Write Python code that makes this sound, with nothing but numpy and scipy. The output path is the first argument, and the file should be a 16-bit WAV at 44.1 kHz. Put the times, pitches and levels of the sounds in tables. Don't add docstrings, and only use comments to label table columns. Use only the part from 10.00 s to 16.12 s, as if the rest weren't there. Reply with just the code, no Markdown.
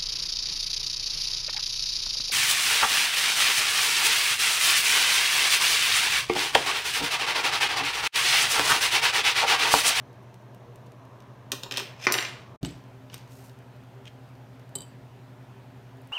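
import sys
import numpy as np
from scipy import signal
from scipy.fft import rfft, irfft
from scipy.io import wavfile
from scipy.ndimage import uniform_filter1d

SR = 44100
rng = np.random.default_rng(int(sys.argv[2]) if len(sys.argv) > 2 else 0)


def waveform_to_disk(signal):
    frames = np.transpose(np.atleast_2d(signal))
    scaled = np.clip(frames, -1, 1) * 32767
    samples = np.round(scaled).astype(np.int16)
    wavfile.write(sys.argv[1], SR, samples)


def field_ratio(decibels):
    return 10 ** (np.asarray(decibels, dtype=float) / 20)


N = 269892
t = np.arange(N) / SR
CUT, RESUME = 2.5625, 2.611


def evened(x):
    return x / np.sqrt(np.mean(x ** 2) + 1e-20)


def read(points, hz):
    f, value = np.transpose(points)
    return np.interp(np.log(hz + 1), np.log(f + 1), value)


def add(mix, s, sound):
    part = mix[round(s * SR):][:len(sound)]
    part += sound[:len(part)]


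def coloured(x, points):
    gain = field_ratio(read(points, np.fft.rfftfreq(len(x), 1 / SR)))
    return irfft(rfft(x) * gain, len(x))


def causal(points, focus_hz):
    hz = abs(np.fft.fftfreq(2048, 1 / SR))
    octaves = np.log2((hz + 1) / (focus_hz + 1))
    lift_db = (focus_hz > 0) * 5.5 * np.exp(-(octaves / 0.31) ** 2)
    log_gain = np.log(field_ratio(read(points, hz) + lift_db))
    return np.fft.ifft(np.exp(np.conj(signal.hilbert(log_gain)))).real[:1024]


def level(tables):
    return sum(field_ratio(np.interp(t, *np.transpose(rows), -150, -150)) for rows in tables)


def strokes(rows):
    curves = []
    for s, rise, hold, fall, db in rows:
        corners_s = s + np.cumsum(np.abs([0, rise, hold, fall]))
        curves.append(np.c_[corners_s, db - 32 * np.array([1, 0, 0, 1])])
    return level(curves)


def friction(rows, colour, per_s, spread_db):
    happens = rng.random(N) < per_s / SR
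    size = field_ratio(spread_db * np.minimum(rng.exponential(1, N), 4))
    slips = happens * size * rng.standard_normal(N)
    return strokes(rows) * evened(coloured(slips, colour))


def ring(modes, damping, spot_db, split, u=t[:7000]):
    hz, db, t60 = np.transpose(modes)[:, :, None]
    beat = 1 + .6 * np.cos(2 * np.pi * hz * split[:, None] * u)
    decay = field_ratio(db + spot_db[:, None] - 60 * u / (t60 * damping))
    return evened((decay * beat * np.sin(2 * np.pi * hz * u)).sum(0))


def strikes(hits, touch, modes, damping, ring_db, spot_db, split, haze_db):
    low_db, ms, crack_db = touch
    ms = np.clip(ms, .1, 6)
    lasts_s = np.clip(damping * np.max(modes, axis=0)[2], .06, .3)
    u, out, count = t[:round(SR * lasts_s)], np.zeros(N), len(modes)
    for s, peak_db, high_db, *focus_hz in hits:
        chance = rng.standard_normal(8100)
        push = np.r_[2.2, chance[101:1100]] * np.exp(-u[:1000] * 1000 / ms)
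        body = ring(modes, damping, spot_db * chance[:count], split * chance[count:2 * count], u)
        body = body * (1 - np.exp(-u * 3000 / ms))
        dense = np.resize(chance[1100:], len(u))
        dull = uniform_filter1d(dense, size=4)
        haze = dull * field_ratio(-60 * u / 0.06) + (dense - dull) * field_ratio(-60 * u / 0.02)
        body = field_ratio(ring_db) * body / np.linalg.norm(body) + field_ratio(haze_db) * haze / np.linalg.norm(haze)
        crack = field_ratio(crack_db) * np.pad(push, (0, len(u) - len(push)))
        hardness = [(60, low_db - 29.5), (230, low_db + 6.5), (330, low_db + 12.0), (1100, low_db + 8.5),
                    (2200, 0.0037), (6000, 0.094 * high_db), (9000, high_db - 0.5), (16000, high_db - 3.5)]
        sound = body * np.linalg.norm(push) + crack
        sound = signal.fftconvolve(sound, causal(hardness, sum(focus_hz)))
        add(out, s, field_ratio(peak_db) * sound / abs(sound).max())
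    return out


def air(points, db, patchy_db):
    a, b, patches = rng.standard_normal((N // 256 + 5, 513, 3)).T
    patches = uniform_filter1d(uniform_filter1d(patches, size=10, axis=0), size=10, axis=1)
    z = (a + 1j * b) * field_ratio(patchy_db * evened(patches))
    noise = signal.istft(z, nperseg=1024, noverlap=768)[1][:N]
    return field_ratio(db) * evened(coloured(noise, points))


AIR_FIRST = [(310, -68), (520, -6), (636, -1.5), (789, -8.5), (925, -5.5), (1420, -16.5), (1620, -14),
             (1930, -19), (4130, -27), (4770, -33.5), (5920, -30.5), (7670, -40), (13400, -43),
             (16200, -74)]
RUMBLE_FIRST = [(15, -43.5), (30, -11), (65, -12.5), (90, -2.5), (125, -1), (160, -5), (190, -1),
                (230, -4.5), (270, -8), (380, -5), (500, -11), (700, -41)]


def air_before():
    return air(AIR_FIRST, -54, 0.98) + air(RUMBLE_FIRST, -53.5, 0.76)


# [t/s, f/Hz]
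BLADE_TONE = [
    [(0, 131.66), (2.6, 131.66)],
    [(2.6, 130.92), (4, 131), (5.2, 131.07), (6.2, 131.2)],
]
IN_PHASE = [.026, 3.054]
# [multiple of blade tone,
# level/dB, wavering/dB]
BLADE_PARTIALS = [
    [(1, -55, 2), (2, -64.5, 4), (3, -65.5, -1), (3.6, -68, -4.5)],
    [(.6, -83, 3), (1, -54, 1.5), (2, -60.5, 2), (2.75, -71, 1), (3, -69, 5.5), (3.612, -68, 2.5),
     (4.15, -72.5, 0.5), (4.6, -73, -3.5), (5.18, -69.5, -2.5)],
]


def appliances(shot):
    turns = np.cumsum(np.interp(t, *np.transpose(BLADE_TONE[shot]))) / SR
    turns -= np.interp(IN_PHASE[shot], t, turns)
    slow = [(0, -13), (1.5, 0.0), (6, -0.5), (12, -20), (30, -81)]
    waver = evened(coloured(rng.standard_normal(N), slow))
    tones = field_ratio(-50) * np.cos(2 * np.pi * 120 * (t - IN_PHASE[shot]))
    for k, db, waver_db in BLADE_PARTIALS[shot]:
        own_waver = np.roll(waver, round(k * SR))
        tones += field_ratio(db + waver_db * own_waver) * np.cos(2 * np.pi * k * turns)
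    return np.sqrt(2) * tones


# [t/s, level/dB]
ROAD_LEVEL = [
    (0.0, -85),
    (0.5, -74),
    (1.17, -60.5),
    (2.57, -57),
]


def road():
    colour = [(300, -27.5), (600, -30.5), (1050, 17.5), (1300, 9.0), (1700, -21.0), (3000, -49.5)]
    return level([ROAD_LEVEL]) * air(colour, -0.7, 2.5)


# [t/s, peak level/dB, highs re mids/dB]
TINE_TICKS = [(0.1301, -47, 7), (0.2284, -55, 15), (0.2355, -53, 17), (0.4135, -55, 15), (0.869, -48, -6),
              (5.055, -55, -10), (0.3426, -40, 7), (0.4224, -52, 5), (0.5472, -39.5, 9),
              (0.7587, -36.5, 8.5), (0.8645, -45, 4), (0.9203, -44.5, 2), (1.0525, -47, 8),
              (1.2042, -40.5, 0), (1.2224, -45, 2), (2.8399, -49, 1), (3.2764, -44, 1), (3.2949, -51, -4),
              (3.3024, -54, 0), (3.3214, -41, -1), (3.3304, -41, 12), (3.5894, -47, 7), (3.7634, -52, 7),
              (3.8374, -49, 8), (4.2904, -52, 2), (4.3534, -48.5, 4), (4.5965, -43, 8), (4.6924, -45, 10),
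              (5.7764, -60, -5), (5.9713, -47, 19), (6.0177, -44, 31), (6.0731, -42, 20)]
# [f/Hz, level/dB, t60/s]
BOWL_MODES = [(2230, -55, 0.029), (2940, -1.5, 0.039), (3780, -3, 0.033), (4550, 6.5, 0.01),
              (5450, -8, 0.034), (6070, 11.5, 0.0068), (7800, -9, 0.023), (12100, -12, 0.018)]


def ticks():
    return strikes(TINE_TICKS, (-32, 0.33, 0), BOWL_MODES, 0.34, -1.2, 2.2, .01, -2.5)


# [f/Hz, t60/s]
ROOM_DECAY = [(200, 0.49), (530, 0.63), (1400, 0.5), (3700, 0.33), (9700, 0.28), (16000, 0.4)]


def room(x):
    taps = np.zeros(SR)
    at = np.arange(160, SR - 20, 20)
    taps[at + rng.integers(0, 20, len(at))] = rng.choice([-1., 1.], len(at))
    hz, s, z = signal.stft(taps, SR, nperseg=256)
    decay = field_ratio(-60 * s / read(ROOM_DECAY, hz)[:, None])
    tail = signal.istft(z * decay, SR, nperseg=256)[1]
    return signal.fftconvolve(x, tail / np.linalg.norm(tail))[:N]


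# [t/s, peak level/dB, highs re mids/dB, favoured f/Hz]
PLATE_HITS = [(1.5186, -10, -0.5, 6200), (1.5198, -14.5, 9, 3780), (1.5257, -19, -2, 3700),
              (1.529, -26, -18, 3010), (1.629, -36.5, -4, 5200), (1.6338, -20.5, -5, 4000),
              (1.645, -39, -15, 4530), (1.7112, -16, -7, 3200), (1.722, -17.5, -6, 3300),
              (1.7402, -21.5, -8, 3200), (1.7722, -10.5, 2.5, 3840), (1.7792, -16, -7, 2800),
              (1.783, -38, -8.5, 2980), (1.7922, -18.5, -13.5, 2580), (1.798, -18, -1, 2710),
              (1.8045, -26, -19, 2920), (1.8105, -26.5, -12, 3570), (1.8304, -28, -8, 3500),
              (1.836, -40.5, -6, 2970),
              (1.998, -42, -18, 2560), (1.552, -41, -14, 4000), (1.663, -40, -24, 3780),
                (1.7629, -21, -13.5, 3000), (2.017, -35.5, -6, 2440), (2.0228, -33, -19, 2540),
                (2.0437, -26, -10, 2430), (2.05, -22, 4.5, 2340), (2.058, -35, -8, 8000)]
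PLATE_MODES = np.c_[[2550, 2760, 3160, 3490, 3640, 4030, 4300, 4550, 4900, 5250, 5700, 6400, 7250, 8220, 11800, 13150],
               [(-3, .04), (-2, .04), (0, .07), (-2, .04), (-4, .05), (-2, .04), (-4, .03), (-5, .03),
               (-5, .04), (1, .06), (-6, .025), (0, .02), (-6, .025), (-3, .025), (-8, .03), (-7, .03)]]
# [f/Hz, gain/dB]
PLATE_RADIATION = [(1900, 5), (2150, -23), (2450, -1), (7200, 1), (7700, -9.5), (8100, 6), (9000, -3.5),
                   (10600, -2.5), (11600, -3.5), (14500, -1.5), (16000, -5.5)]


def plate():
    hits = PLATE_HITS
    sound = strikes(hits, (-20.5, 0.91, 4.8), PLATE_MODES, 0.3, 3.2, 2.5, 0.018, 1.5)
    return signal.oaconvolve(sound, causal(PLATE_RADIATION, focus_hz=0))[:N]


# [t/s, peak level/dB, highs re mids/dB, favoured f/Hz]
UNDER_BLOWS = [(1.5195, -40, -35, 400), (1.527, -26.5, -25, 1000), (1.636, -37, -32, 600),
               (1.658, -32.5, -30, 900), (1.713, -31.5, -32, 500), (1.724, -35, -30, 1000),
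               (1.742, -41, -30, 900), (1.762, -40, -30, 1850), (1.774, -26, -30, 1850),
               (1.782, -40, -30, 406), (1.798, -29, -34, 1010), (1.815, -32.5, -24, 407),
               (4.7555, -40, -25, 696), (4.787, -47, -30, 900), (4.807, -47, -30, 700)]
UNDER_MODES = np.c_[[266, 389, 551, 816, 956, 1094, 1184, 1361, 1450, 1780, 1868, 1925], [(0, .11),
               (-1, .11), (-3, .09), (-3, .07), (0, .08), (-2, .08), (-1, .09), (-4, .08), (-6, .06),
               (-5, .06), (-5, .07), (-6, .06)]]


def under():
    return strikes(UNDER_BLOWS, (-1, 6.8, -25), UNDER_MODES, 0.72, 4.9, 2.5, 0.019, 1)


def singing(rubbing, db):
    body = ring(PLATE_MODES, .35, *np.zeros((2, len(PLATE_MODES))))
    return rubbing + field_ratio(db) * signal.oaconvolve(rubbing, body / np.linalg.norm(body))[:N]


# [start t/s, rise/s, hold/s, fall/s, level/dB]
SLIDE_STROKES = [
    (1.705, 0.008, 0.085, 0.33, -43),
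    (2.06, 0.064, 0.14, 0.27, -39),
]
# [f/Hz, level/dB per Hz]
SLIDE_SPECTRUM = [(150, -17), (330, -8), (700, 0.5), (1500, 8.5), (2600, 11), (5200, 3), (8500, -9),
                  (15500, -36)]


def slide():
    return singing(friction(SLIDE_STROKES, SLIDE_SPECTRUM, 8300, 2.0), -35.0)


# [start t/s, rise/s, hold/s, fall/s, level/dB]
SCRAPE_STROKE = [
    (1.96, 0.078, 0.018, .05, -40),
]
# [f/Hz, level/dB per Hz]
SCRAPE_SPECTRUM = [(400, -19), (1900, -6.5), (2500, -1), (3000, -7.5), (3700, -5), (4500, -12),
                   (5300, -0.5), (8200, -14), (16000, -25)]


def scrape():
    return singing(friction(SCRAPE_STROKE, SCRAPE_SPECTRUM, 5400, 2.4), -6.5)


# [t/s, peak level/dB, highs re mids/dB, favoured f/Hz]
DISH_BLOWS = [(2.0688, -4, -35, 2240), (2.1398, -22, -2.5, 5900), (2.1405, -10, -38, 2850),
              (2.1445, -30, -18, 3050), (2.1805, -15, -12.5, 4230), (2.1855, -11, -33, 3200),
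              (2.19, -34, -18, 2520), (2.2075, -19, -13.5, 2380), (2.2255, -17.5, -10, 1880),
              (2.238, -45, -24, 2200), (2.2497, -22, -23, 2480), (2.269, -48, -24, 2020)]
ROCKING = [(2.0735, -17, -49, 1360), (2.079, -24, -21, 1900), (2.087, -18, -36.5, 1240),
           (2.101, -18, -40, 1560), (2.112, -20, -18, 1680), (2.1185, -29, -46, 1980),
           (2.13, -30, -9.5, 1800), (2.148, -36, -13.5, 2800), (2.152, -14.5, -21, 1480),
           (2.161, -39, -27, 1400), (2.1755, -40, -24, 2520), (2.195, -31, -21, 2200)]
DISH_MODES = np.c_[[365, 440, 1092, 1250, 1477, 1567, 1850, 1940, 2070, 2385, 2855, 3145, 3900, 4620, 5880],
              [(-8, .15), (-12, .08), (-3, .1), (-3, .1), (-3, .08), (-2, .09), (-1, .07), (0, .08),
              (0, .07), (-1, .05), (-2, .05), (-3, .05), (-4, .04), (-4, .04), (-1, .04)]]


def dishes():
    slam = strikes(DISH_BLOWS[:1], (-14, .7, 5), DISH_MODES, .42, 2.3, 2.5, 0.003, 2.9)
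    edges = strikes(DISH_BLOWS[1:], (-17.5, 1.5, 2.4), DISH_MODES, .42, 0.3, 2.5, 0.003, -0.8)
    rocks = strikes(ROCKING, (-3.5, 1.6, 0), DISH_MODES, 0.23, -1.9, 2.5, 0.019, -0.76)
    return slam + edges + rocks


# [t/s, peak level/dB, highs re mids/dB, favoured f/Hz]
LID_BLOWS = [
    (2.0688, -20, -7, 4900),
    (2.1224, -6.5, -1.5, 6400),
    (2.1236, -12, 11, 14100),
]
LID_MODES = np.c_[[4620, 5205, 5875, 7548, 9160, 9590, 9765, 11250, 12015, 13100, 13860, 14560],
             [(-11, .12), (-13, .2), (0, .015), (-14, .36), (-17, .25), (-8, .36), (-4, .07), (-11, .3),
             (-17, .1), (4, .012), (-10, .03), (3, .015)]]


def lid():
    return strikes(LID_BLOWS, (-31.5, 1, 3), LID_MODES, .95, 4, 0.9, 0.0027, -9.0)


# [f/Hz, level/dB per Hz]
AIR_SECOND = [(310, -63), (520, 3), (567, -1), (609, 7), (636, 1), (789, 2.5), (1040, 0.5), (1080, -4),
              (1440, -4), (2290, -9.5), (3190, -12.5), (7560, -27.5), (14600, -35.5), (16200, -59)]
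RUMBLE_SECOND = [(15, -38), (30, -5.5), (65, -11), (90, -2.5), (125, -6.5), (160, -3.5), (230, -3),
                 (265, -1.5), (310, -11), (390, -5.5), (440, -12.5), (500, -26), (700, -37)]


def air_after():
    return air(AIR_SECOND, -56.5, 1.3) + air(RUMBLE_SECOND, -55.5, 0.32)


# [start t/s, rise/s, hold/s, fall/s, level/dB]
SHUFFLE_STROKES = [
    (2.62, 0.017, 0.054, 0.22, -50.5),
    (3.09, 0.044, 0.0079, 0.2, -49),
]
# [f/Hz, level/dB per Hz]
SHUFFLE_SPECTRUM = [(500, -9.5), (1200, -16), (2500, -6.5), (5000, -12), (9000, -21.5), (16000, -33)]


def shuffle():
    return friction(SHUFFLE_STROKES, SHUFFLE_SPECTRUM, 8300, 2.4)


# [t/s, peak level/dB, highs re mids/dB, favoured f/Hz]
BOWL_BUMPS = [(2.6298, -26, 4, 3950), (2.6487, -22.5, -2.5, 2940), (3.0995, -39, -47, 2750),
              (3.13, -49, -34, 2780), (3.1424, -24.5, 10.5, 4930), (3.1795, -39, 13, 7000),
              (3.496, -45, -4, 4240)]


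def bowl():
    return strikes(BOWL_BUMPS, (-3, 0.86, 0), BOWL_MODES, 0.32, 9.3, 0.66, 0.014, 7.4)


# [t/s, peak level/dB]
TABLE_BUMPS = [(2.6299, -18.5), (2.652, -31.5), (2.664, -28.5), (2.677, -32), (2.708, -39), (2.739, -47),
               (4.756, -41), (4.781, -40), (4.807, -40)]
# [f/Hz, level/dB, t60/s]
TABLE_MODES = [(65.2, -13, 0.19), (115, -25.5, 0.23), (149, 9, 0.047), (153, 2, 0.042), (278, 6, 0.077),
               (355, -1.5, 0.1), (414, -23, 0.051), (667, -3, 0.035)]


def bumps():
    out = np.zeros(N)
    for s, peak_db in TABLE_BUMPS:
        spot = rng.standard_normal(len(TABLE_MODES))
        knock = ring(TABLE_MODES, 0.69, 1.7 * spot, 0.011 * spot)
        knock = knock * np.minimum(t[:7000] / 0.0052, 1)
        add(out, s, field_ratio(peak_db) * knock / abs(knock).max())
    return out


# [t/s, peak level/dB, highs re mids/dB, favoured f/Hz]
FORK_TOUCHES = [
    (2.6565, -30.5, -8, 7850),
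    (2.663, -36, 5, 8000),
    (2.708, -44, 1, 8100),
    (4.7535, -18, 3.5, 8400),
    (4.7562, -22, -4, 7700),
]
REBOUNDS = [(4.7855, -32, 5, 3900), (4.8053, -29, -6, 8300), (4.8185, -36.5, -3, 11200),
            (4.775, -54, 5, 8000), (4.826, -45, -19, 3060)]
FORK_MODES = np.c_[[388, 900, 3063, 3900, 4690, 4753, 7485, 8035, 8550, 9530, 11160, 11480, 13400, 14860],
              [(-15, .1), (-10, .03), (-16, .17), (1, .011), (-26, .42), (-17, .045), (-3.5, .045),
              (0, .042), (-11, .03), (-11, .03), (-8, .025), (-6, .022), (-7, .012), (-12, .04)]]


def fork():
    touches = strikes(FORK_TOUCHES, (-13, 3.2, 1.5), FORK_MODES, 0.98, 14.0, 1.2, 0.011, -0.98)
    rebounds = strikes(REBOUNDS, (-15, 3, -22), FORK_MODES, 0.66, 7.4, 1.2, 0.0057, -8)
    return touches + rebounds


# [start t/s, rise/s, hold/s, fall/s, level/dB]
PEEL_STROKE = [
    (3.24, 0.074, 0.17, 0.11, -59.5),
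]
# [f/Hz, level/dB per Hz]
PEEL_SPECTRUM = [(2000, -25), (4000, 4), (6200, 7), (8500, 5.5), (12000, 5), (16000, 3)]


def peel():
    return friction(PEEL_STROKE, PEEL_SPECTRUM, 9000, 3.5)


# [t/s, peak level/dB, highs re mids/dB, favoured f/Hz]
DRAGS = [(4.0548, -40, -6, 3200), (4.066, -43, -10, 2900), (4.0712, -38, -17, 3130),
         (4.0772, -36.5, -6, 3130)]
# [f/Hz, level/dB, t60/s]
RIM_MODES = [(2130, -7, .012), (2560, -6, 0.013), (2850, -5, .014), (3130, -1.5, 0.016), (3450, -11, 0.013),
             (3940, -14, 0.014), (6200, -11, 0.016), (6640, -14, .02), (8500, -8, .012)]


def rim_drags():
    return strikes(DRAGS, (-14, 3.2, -6), RIM_MODES, 0.87, 4, 1.7, 0.037, 3)


def scene():
    first = t < (CUT + RESUME) / 2
    near = ticks() + bowl() + fork() + peel() + shuffle()
    far = plate() + dishes() + lid() + slide()
    near += bumps() + rim_drags()
    events = near + field_ratio(-13) * room(near) + far + field_ratio(-6) * room(far) * first
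    before = road() + air_before() + appliances(shot=0)
    after = air_after() + appliances(shot=1)
    events += scrape() + under()
    return (events + np.where(first, before, after))[None]


def low_pass(x):
    return signal.sosfilt(signal.butter(12, 16500, fs=SR, output="sos"), x)


# [f/Hz, gain/dB]
MICROPHONE_RESPONSE = [(20, -18.5), (45, -1), (7200, -1.5), (7700, -4), (8300, -2), (9600, -3), (10500, -6),
                       (11500, -3), (13500, -2), (15500, -5.5), (16100, -14.5), (16700, -53)]


def record(dry):
    gate_s = [CUT - .0005, CUT, CUT + 0.011, CUT + 0.0163,
              RESUME - .002, RESUME, RESUME + 0.0075, RESUME + 0.034]
    gate_db = np.interp(t, gate_s, [0.5, -15, -35.0, -100, -100, -17.0, -5, 1.0])
    mix = coloured(dry[0], MICROPHONE_RESPONSE)[None] * field_ratio(gate_db)
    return low_pass(mix)


dry = scene()
out = record(dry)
waveform_to_disk(out)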